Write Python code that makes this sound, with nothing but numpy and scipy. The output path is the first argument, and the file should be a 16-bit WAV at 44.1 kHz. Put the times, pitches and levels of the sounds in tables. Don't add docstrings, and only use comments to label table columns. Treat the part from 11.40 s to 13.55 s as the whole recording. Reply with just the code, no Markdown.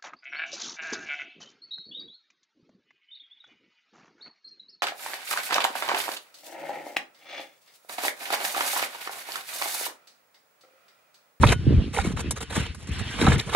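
import sys
import numpy as np
from scipy import signal
from scipy.fft import rfft, irfft, next_fast_len
from scipy.io import wavfile
from scipy.ndimage import uniform_filter1d, map_coordinates

SR = 44100
rng = np.random.default_rng(int(sys.argv[2]) if len(sys.argv) > 2 else 0)


def store_wav(level_fs):
    pcm = np.round(np.clip(np.atleast_2d(level_fs), -1, 1) * 32767)
    wavfile.write(sys.argv[1], SR, pcm.T.astype(np.int16))


def nominal_scale(level):
    x = np.asarray(level, float) / 20
    return 10 ** x


N = 94903

# frequency in Hz, level in dB, t60 in seconds.
CLAY_MODES = [(460.5, 9.5, 0.056), (688, -11, 0.0057), (872, -12.5, 0.019), (1134, -14, 0.16),
              (1270, -13.5, 0.013), (1460, 3, 0.14), (1737, -8, 0.12), (1821, 4.5, 0.034),
              (2160, 1.5, 0.039), (2445, 5, 0.032), (3067, 10.5, 0.12), (3690, -3, 0.19), (3810, 6, 0.014),
              (4470, -27, 0.047)]
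PORT_SIGN = np.array([[1], [-1]])


def unit(x):
    return x / np.sqrt(np.mean(x ** 2) + 1e-20)


def along(points, hz):
    f, v = np.transpose(points)
    return np.interp(np.log(hz + 1), np.log(f + 1), v)


def curve(rows):
    return np.interp(np.arange(N) / SR, *np.transpose(rows))


def wobble(knots_per_s):
    return map_coordinates(rng.standard_normal(400), [np.arange(N) * knots_per_s / SR])


def filtered(x, response):
    m = next_fast_len(N + SR // 4)
    return irfft(rfft(x, m) * response(np.fft.rfftfreq(m, 1 / SR)), m)[..., :N]


def patchy(x, patchy_db, wide, long):
    z = signal.stft(x, nperseg=256)[2]
    field = rng.standard_normal(z.shape[1:])
    field = uniform_filter1d(field, size=wide, axis=0)
    field = uniform_filter1d(field, size=long, axis=1)
    return signal.istft(z * nominal_scale(patchy_db * unit(field)), nperseg=256)[1][:, :N]


def ports(a, b):
    # frequency in Hz, phase lead of left over right in radians.
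    phase_lead = [(500, -.2), (800, .4), (1800, -.3), (3960, -.1), (4500, -1.6), (4950, -np.pi),
                  (5600, -4.2), (7300, -4.5), (10000, -5.2), (11800, -6.1)]
    # frequency in Hz, likeness of the ports from 0 to 1.
    likeness = [(60, .87), (300, .86), (900, .9), (2900, .5), (3900, .85), (4400, .6), (4900, .98),
                (5400, .9), (10000, .85), (12000, .975)]

    def turn(hz):
        return np.arccos(np.clip(along(likeness, hz), -1, 1)) / 2

    def lead(hz):
        return np.exp(0.5j * along(phase_lead, hz) * PORT_SIGN)

    common = filtered(a, lambda hz: lead(hz) * np.cos(turn(hz)))
    opposed = filtered(b, lambda hz: lead(hz) * np.sin(turn(hz)) * PORT_SIGN)
    return common + opposed


def rush(spectrum):
    points = [(11, -100), *spectrum, (18000, -120)]
    noise = filtered(rng.standard_normal((2, N)), lambda hz: nominal_scale(along(points, hz)))
    return unit(ports(*noise))


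def modes(hz, weight_db):
    total = 0
    for k, ((c, db, t60), extra_db) in enumerate(zip(CLAY_MODES, weight_db)):
        resonance = 1j * hz * (1.67 / t60) / (c * c - hz * hz + 1j * hz * 1.45 / t60)
        total = total + (-1) ** k * nominal_scale(db + extra_db) * resonance
    return total


def wind():
    # time in seconds, buffeting level in dB.
    gust_rows = [(0, -21), (.06, -15.5), (.13, -22.5), (.2, -33), (.28, -20.5), (.385, -23), (.52, -34.5),
                 (.62, -33), (.68, -26), (.78, -33.5), (.88, -28.5), (1.06, -44.5), (1.2, -30.5),
                 (1.4, -45), (1.51, -34.5), (1.77, -37), (1.9, -16.5), (2.02, -34.5)]
    # time in seconds, roof hiss level in dB.
    sweep_rows = [(.16, -51.5), (.3, -44.5), (.44, -44), (.51, -51.5), (.78, -53), (.87, -42), (.93, -52.5),
                  (1.1, -51), (1.2, -35.5), (1.29, -42), (1.36, -57), (1.44, -53.5), (1.55, -37.5),
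                  (1.78, -38), (1.98, -40), (2.05, -46), (2.15, -67)]
    # frequency in Hz, density in dB per Hz.
    rumble_spectrum = [(25, -49), (46, -1.5), (80, 6), (113, -2), (190, -6), (370, -16), (700, -35.5),
                       (1300, -39.5)]
    hiss_spectrum = [(700, -15), (1360, -11), (1570, -6.5), (2190, -7), (2500, -7), (3060, -6.5),
                     (4300, -13), (5600, -18.5)]
    street_spectrum = [(300, -19), (1000, -11), (3000, -24), (5000, -3), (11000, -14.5), (13000, -77)]
    lumps_db, flutter_db, street_db = 2.5, 3, -59.5

    flutter = np.array([wobble(60.4), wobble(72)])
    lumps = nominal_scale(lumps_db * wobble(29.77) + flutter_db * flutter)
    hiss = unit(patchy(rush(hiss_spectrum), patchy_db=2.5, wide=2, long=14))
    hiss = nominal_scale(curve(sweep_rows) + 0.3 * wobble(14.1)) * hiss
    buffeting = nominal_scale(curve(gust_rows) + 0.5) * unit(lumps * rush(rumble_spectrum))
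    return buffeting + hiss + nominal_scale(street_db) * rush(street_spectrum)


def scrape():
    # start in seconds, rise in seconds, hold in seconds, level in dB, added treble in dB.
    strokes = [(0, 0.028, 0.03, -32, 5.5), (0.063, 0.0056, 0.042, -26.5, 3.5),
               (.117, 0.007, 0.0045, -20.5, 3.5), (0.526, 0.014, 0.079, -34.5, 7),
               (0.629, 0.018, 0.03, -35.5, 6), (0.681, 0.0061, 0.038, -41.5, 5),
               (0.763, 0.0044, 0.022, -38, 4.5), (0.791, 0.0049, 0.012, -33.5, 8.5),
               (0.908, 0.00083, 0.0024, -29, 18), (0.955, 0.0086, 0.018, -40.5, 7.5),
               (1.005, 0.0012, 0.025, -35.5, 9), (1.095, 0.012, 0.1, -37, 4.5),
               (1.152, 0.0017, 0.022, -34, 9), (1.208, 0.01, 0.049, -41.5, 3),
               (1.345, 0.0022, 0.0041, -43.5, 11.5), (1.374, 0.035, 0.037, -52.5, 10),
               (1.47, 0.0024, 0.02, -46.5, 8), (1.513, 0.0035, 0.052, -54, 16),
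               (1.576, 0.011, 0.027, -40.5, 7.5), (1.617, 0.087, 0.13, -45, 9.5),
               (1.777, 0.044, 0.13, -28.5, 1.5), (1.979, 0.0034, 0.029, -41, 13),
               (2.017, 0.011, 0.048, -50.5, 7.5), (2.065, 0.032, 0.023, -37.5, 2.5),
               (2.118, 0.032, .03, -25, 1.5)]
    # frequency in Hz, density in dB per Hz.
    grind_spectrum = [(400, -4.5), (1610, -4.5), (3620, -11.5), (4500, -15), (5550, -15), (9330, -18.5),
                      (11200, -25.5), (12000, -35.5)]
    # frequency in Hz, width in Hz, level in dB.
    rim_modes = [(6630, 110, -9.5), (7630, 85, -10)]
    release_s, grit_per_s, grit_db, grit_share = 0.05, 4000, 3, 0.39
    ring_share_db, treble_hz = -10, 5130

    t = np.arange(N) / SR
    catches = rng.random((2, N)) < grit_per_s / SR
    catch_gain = nominal_scale(grit_db * np.minimum(rng.exponential(size=N), 2))
    grit = catches * catch_gain * rng.standard_normal((2, N))
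    rub = grit_share * unit(grit) + (1 - grit_share) * rng.standard_normal((2, N))
    rub = patchy(rub * nominal_scale(1.64 * wobble(150)), patchy_db=3, wide=2, long=6)

    body, treble = np.zeros(N), np.zeros(N)
    for s, rise, hold, db, treble_db in strokes:
        since_hold = np.clip(t - s - rise - hold, 0, None)
        shape = np.clip((t - s) / rise, 0, 1) * nominal_scale(db - 60 * since_hold / release_s)
        body += shape
        treble += shape * nominal_scale(treble_db)

    def colour(hz):
        return nominal_scale(along([(150, -47), *grind_spectrum, (15400, -46), (16500, -94)], hz))

    def below_treble(hz):
        return 1 / (1 + (hz / treble_hz) ** 8)

    def tile_ring(hz):
        return 1 + nominal_scale(ring_share_db) * 2 * modes(hz, np.zeros(len(CLAY_MODES)))

    def rim(hz):
        return 0.78 + sum(nominal_scale(db) * 1j * hz * w / (c * c - hz * hz + 1j * hz * w) for c, w, db in rim_modes)

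    rub_rms = np.sqrt(np.mean(filtered(rub, colour) ** 2))
    low = filtered(rub * body, lambda hz: colour(hz) * below_treble(hz) * tile_ring(hz))
    high = filtered(rub * treble, lambda hz: colour(hz) * (1 - below_treble(hz)) * rim(hz))
    return ports(*(low + high)) / rub_rms


def eddies():
    # start in seconds, peak level in dB, pitch in Hz
    eddy_rows = [(0.046, -24, 202), (0.055, -3.5, 95), (0.069, -19, 119), (.095, -12.5, 106),
                 (0.267, -7, 265), (0.273, -5, 117), (0.306, -5.5, 270), (0.323, -10.5, 390),
                 (0.338, -10, 198), (0.343, -8.5, 104), (0.364, -9, 87), (0.461, -21.5, 238),
                 (0.649, -12, 337), (.67, -12.5, 199), (0.706, -17, 266), (0.741, -21.5, 233),
                 (0.843, -19.5, 307), (0.879, -21, 204), (1.165, -14.5, 299), (1.176, -11, 199),
                 (1.2, -16.5, 118), (1.49, -20, 154), (1.815, -5.5, 340), (1.825, -8, 246),
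                 (1.834, -13, 205), (1.8801, -2.5, 184), (1.898, -8, 139), (1.932, -16.5, 107),
                 (2.071, -22.5, 134), (2.147, -16, 275), (.012, -12.5, 87), (.16, -16.5, 106),
                 (0.192, -15, 98), (.29, -12, 110), (0.393, -21, 130), (0.419, -17, 205),
                 (.478, -19.5, 253), (0.493, -31, 122), (0.519, -38, 150), (.685, -22, 100),
                 (.72, -27, 111), (0.736, -17, 144), (.858, -19, 250), (0.886, -25, 87), (1.51, -22, 73.5),
                 (.37, -11.5, 49.4), (1.03, -27, 222), (.44, -19, 303), (1.7, -28, 252), (1.74, -27, 282),
                 (1.796, -22, 222), (1.848, -8.5, 170), (1.864, -13, 206), (1.918, -15, 198),
                 (1.947, -21, 128), (1.96, -23, 147), (1.999, -24.5, 196)]
    level_db, lean_db, rise_s = -2.5, -2, 0.0019
    life_cycles, sinks_to = 1.695, 0.41

    out, t = np.zeros((2, N + SR)), np.arange(SR // 8) / SR
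    for s, db, hz in eddy_rows:
        start, lean = rng.standard_normal(2)
        life_s = life_cycles / hz
        pitch_hz = hz * (sinks_to + (1 - sinks_to) * np.exp(-t / life_s)) * 1.376
        cycles = np.cumsum(pitch_hz) / SR + start + 0.044 * lean * PORT_SIGN
        envelope = (1 - np.exp(-(t / rise_s) ** 2)) * np.exp(-(t / life_s) ** 2)
        gain = nominal_scale(db + level_db + 0.5 * PORT_SIGN * lean_db * lean)
        out[:, round(s * SR):][:, :len(t)] += gain * np.sin(2 * np.pi * cycles) * envelope
    return out[:, :N]


def knocks():
    # start in seconds, peak level in dB, centre of ringing in Hz.
    knock_rows = [(0.028, -16, 3520), (0.033, 0, 817), (0.036, -1.5, 907), (0.038, -9.5, 580),
                  (0.039, -5.5, 1810), (0.047, -9.5, 1170), (0.072, -15, 3560), (0.079, -16, 3800),
                  (0.09, -10, 3330), (0.092, -16.5, 4030), (0.111, -20.5, 2980), (0.1237, -7.5, 948),
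                  (0.126, -12.5, 1710), (0.541, -28.5, 1020), (0.547, -23.5, 2100), (0.564, -15.5, 2160),
                  (0.569, -24.5, 2970), (0.568, -22, 455), (0.573, -16.5, 910), (0.58, -23, 3750),
                  (0.582, -23, 2030), (0.585, -10, 800), (0.587, -11.5, 1435), (0.597, -21, 2390),
                  (0.61, -26, 2310), (0.655, -27, 1290), (0.741, -38, 820), (0.771, -20.5, 1370),
                  (0.777, -31, 3000), (0.909, -27.5, 900), (0.964, -26.5, 1460), (1.013, -23, 1400),
                  (1.128, -31, 1270), (1.16, -16.5, 1560), (1.787, -22, 1020), (1.79, -28, 1900),
                  (1.813, -15.5, 2400), (1.814, -20, 3670), (1.834, -18, 1010), (1.865, -15, 3800),
                  (1.866, -7, 1337), (1.869, -12, 765), (1.874, -8, 1450), (1.898, -24, 990),
                  (1.918, -9, 1720), (1.924, -20, 1070), (1.958, -22.5, 1980), (1.992, -17, 2140),
                  (1.993, -19, 3900), (1.998, -14.5, 3970), (1.996, -15, 4470), (2.006, -25, 1870),
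                  (2.046, -35, 1640), (2.104, -26, 2800), (2.128, -22, 970), (2.132, -18.5, 1170),
                  (2.136, -20, 3800), (2.146, -19, 4030), (2.147, -10.5, 1640), (2.148, -5, 580)]
    contact_s, first_blow = 0.001987, 3.24
    level_db, crack_db, spot_db, spot_q = -3, -6.5, 2.5, 10
    spread_oct, scatter_db = 0.35, 2
    soft = 2.2

    out, t = np.zeros((2, N + SR)), np.arange(SR // 8) / SR
    hz = np.fft.rfftfreq(len(t), 1 / SR)
    mode_hz = np.array(CLAY_MODES)[:, 0]
    for s, db, centre_hz in knock_rows:
        blow = rng.standard_normal((2, len(t))) * np.sqrt(t / contact_s) * np.exp(-t / contact_s)
        blow[0, round(contact_s * SR)] += first_blow
        weight_db = -6 * (np.log2(mode_hz / centre_hz) / spread_oct) ** 2
        weight_db = weight_db + scatter_db * rng.standard_normal(len(CLAY_MODES))
        crack = nominal_scale(crack_db) * 1j * hz * centre_hz / (centre_hz + 1j * hz) ** 2
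        spot_width = 1j * hz * centre_hz / spot_q
        spot = nominal_scale(spot_db) * spot_width / (centre_hz ** 2 - hz * hz + spot_width)
        softness = 1 / (1 + 1j * hz / (soft * centre_hz)) ** 4
        ring = irfft(rfft(blow) * (modes(hz, weight_db) + crack + spot) * softness, len(t))
        out[:, round(s * SR):][:, :len(t)] += nominal_scale(db + level_db) * ring / np.abs(ring[0]).max()
    return ports(*out[:, :N])


def scene():
    # frequency in Hz, left over right in dB.
    tile_lean = [(300, -4), (860, -6.5), (1900, 1), (2700, -0.5)]
    air = wind()
    tile = scrape() + knocks()
    tile = filtered(tile, lambda hz: nominal_scale(0.5 * PORT_SIGN * along(tile_lean, hz)))
    return tile + air + eddies()


def band_limit(x):
    return signal.sosfilt(signal.butter(12, 15600, fs=SR, output="sos"), x)


def record(dry):
    limited = dry / (1 + np.abs(dry / 1.9) ** 4) ** (1 / 4)
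    mix = filtered(limited, lambda hz: hz < 15700)
    return band_limit(mix)


dry = scene()
out = record(dry)
store_wav(out)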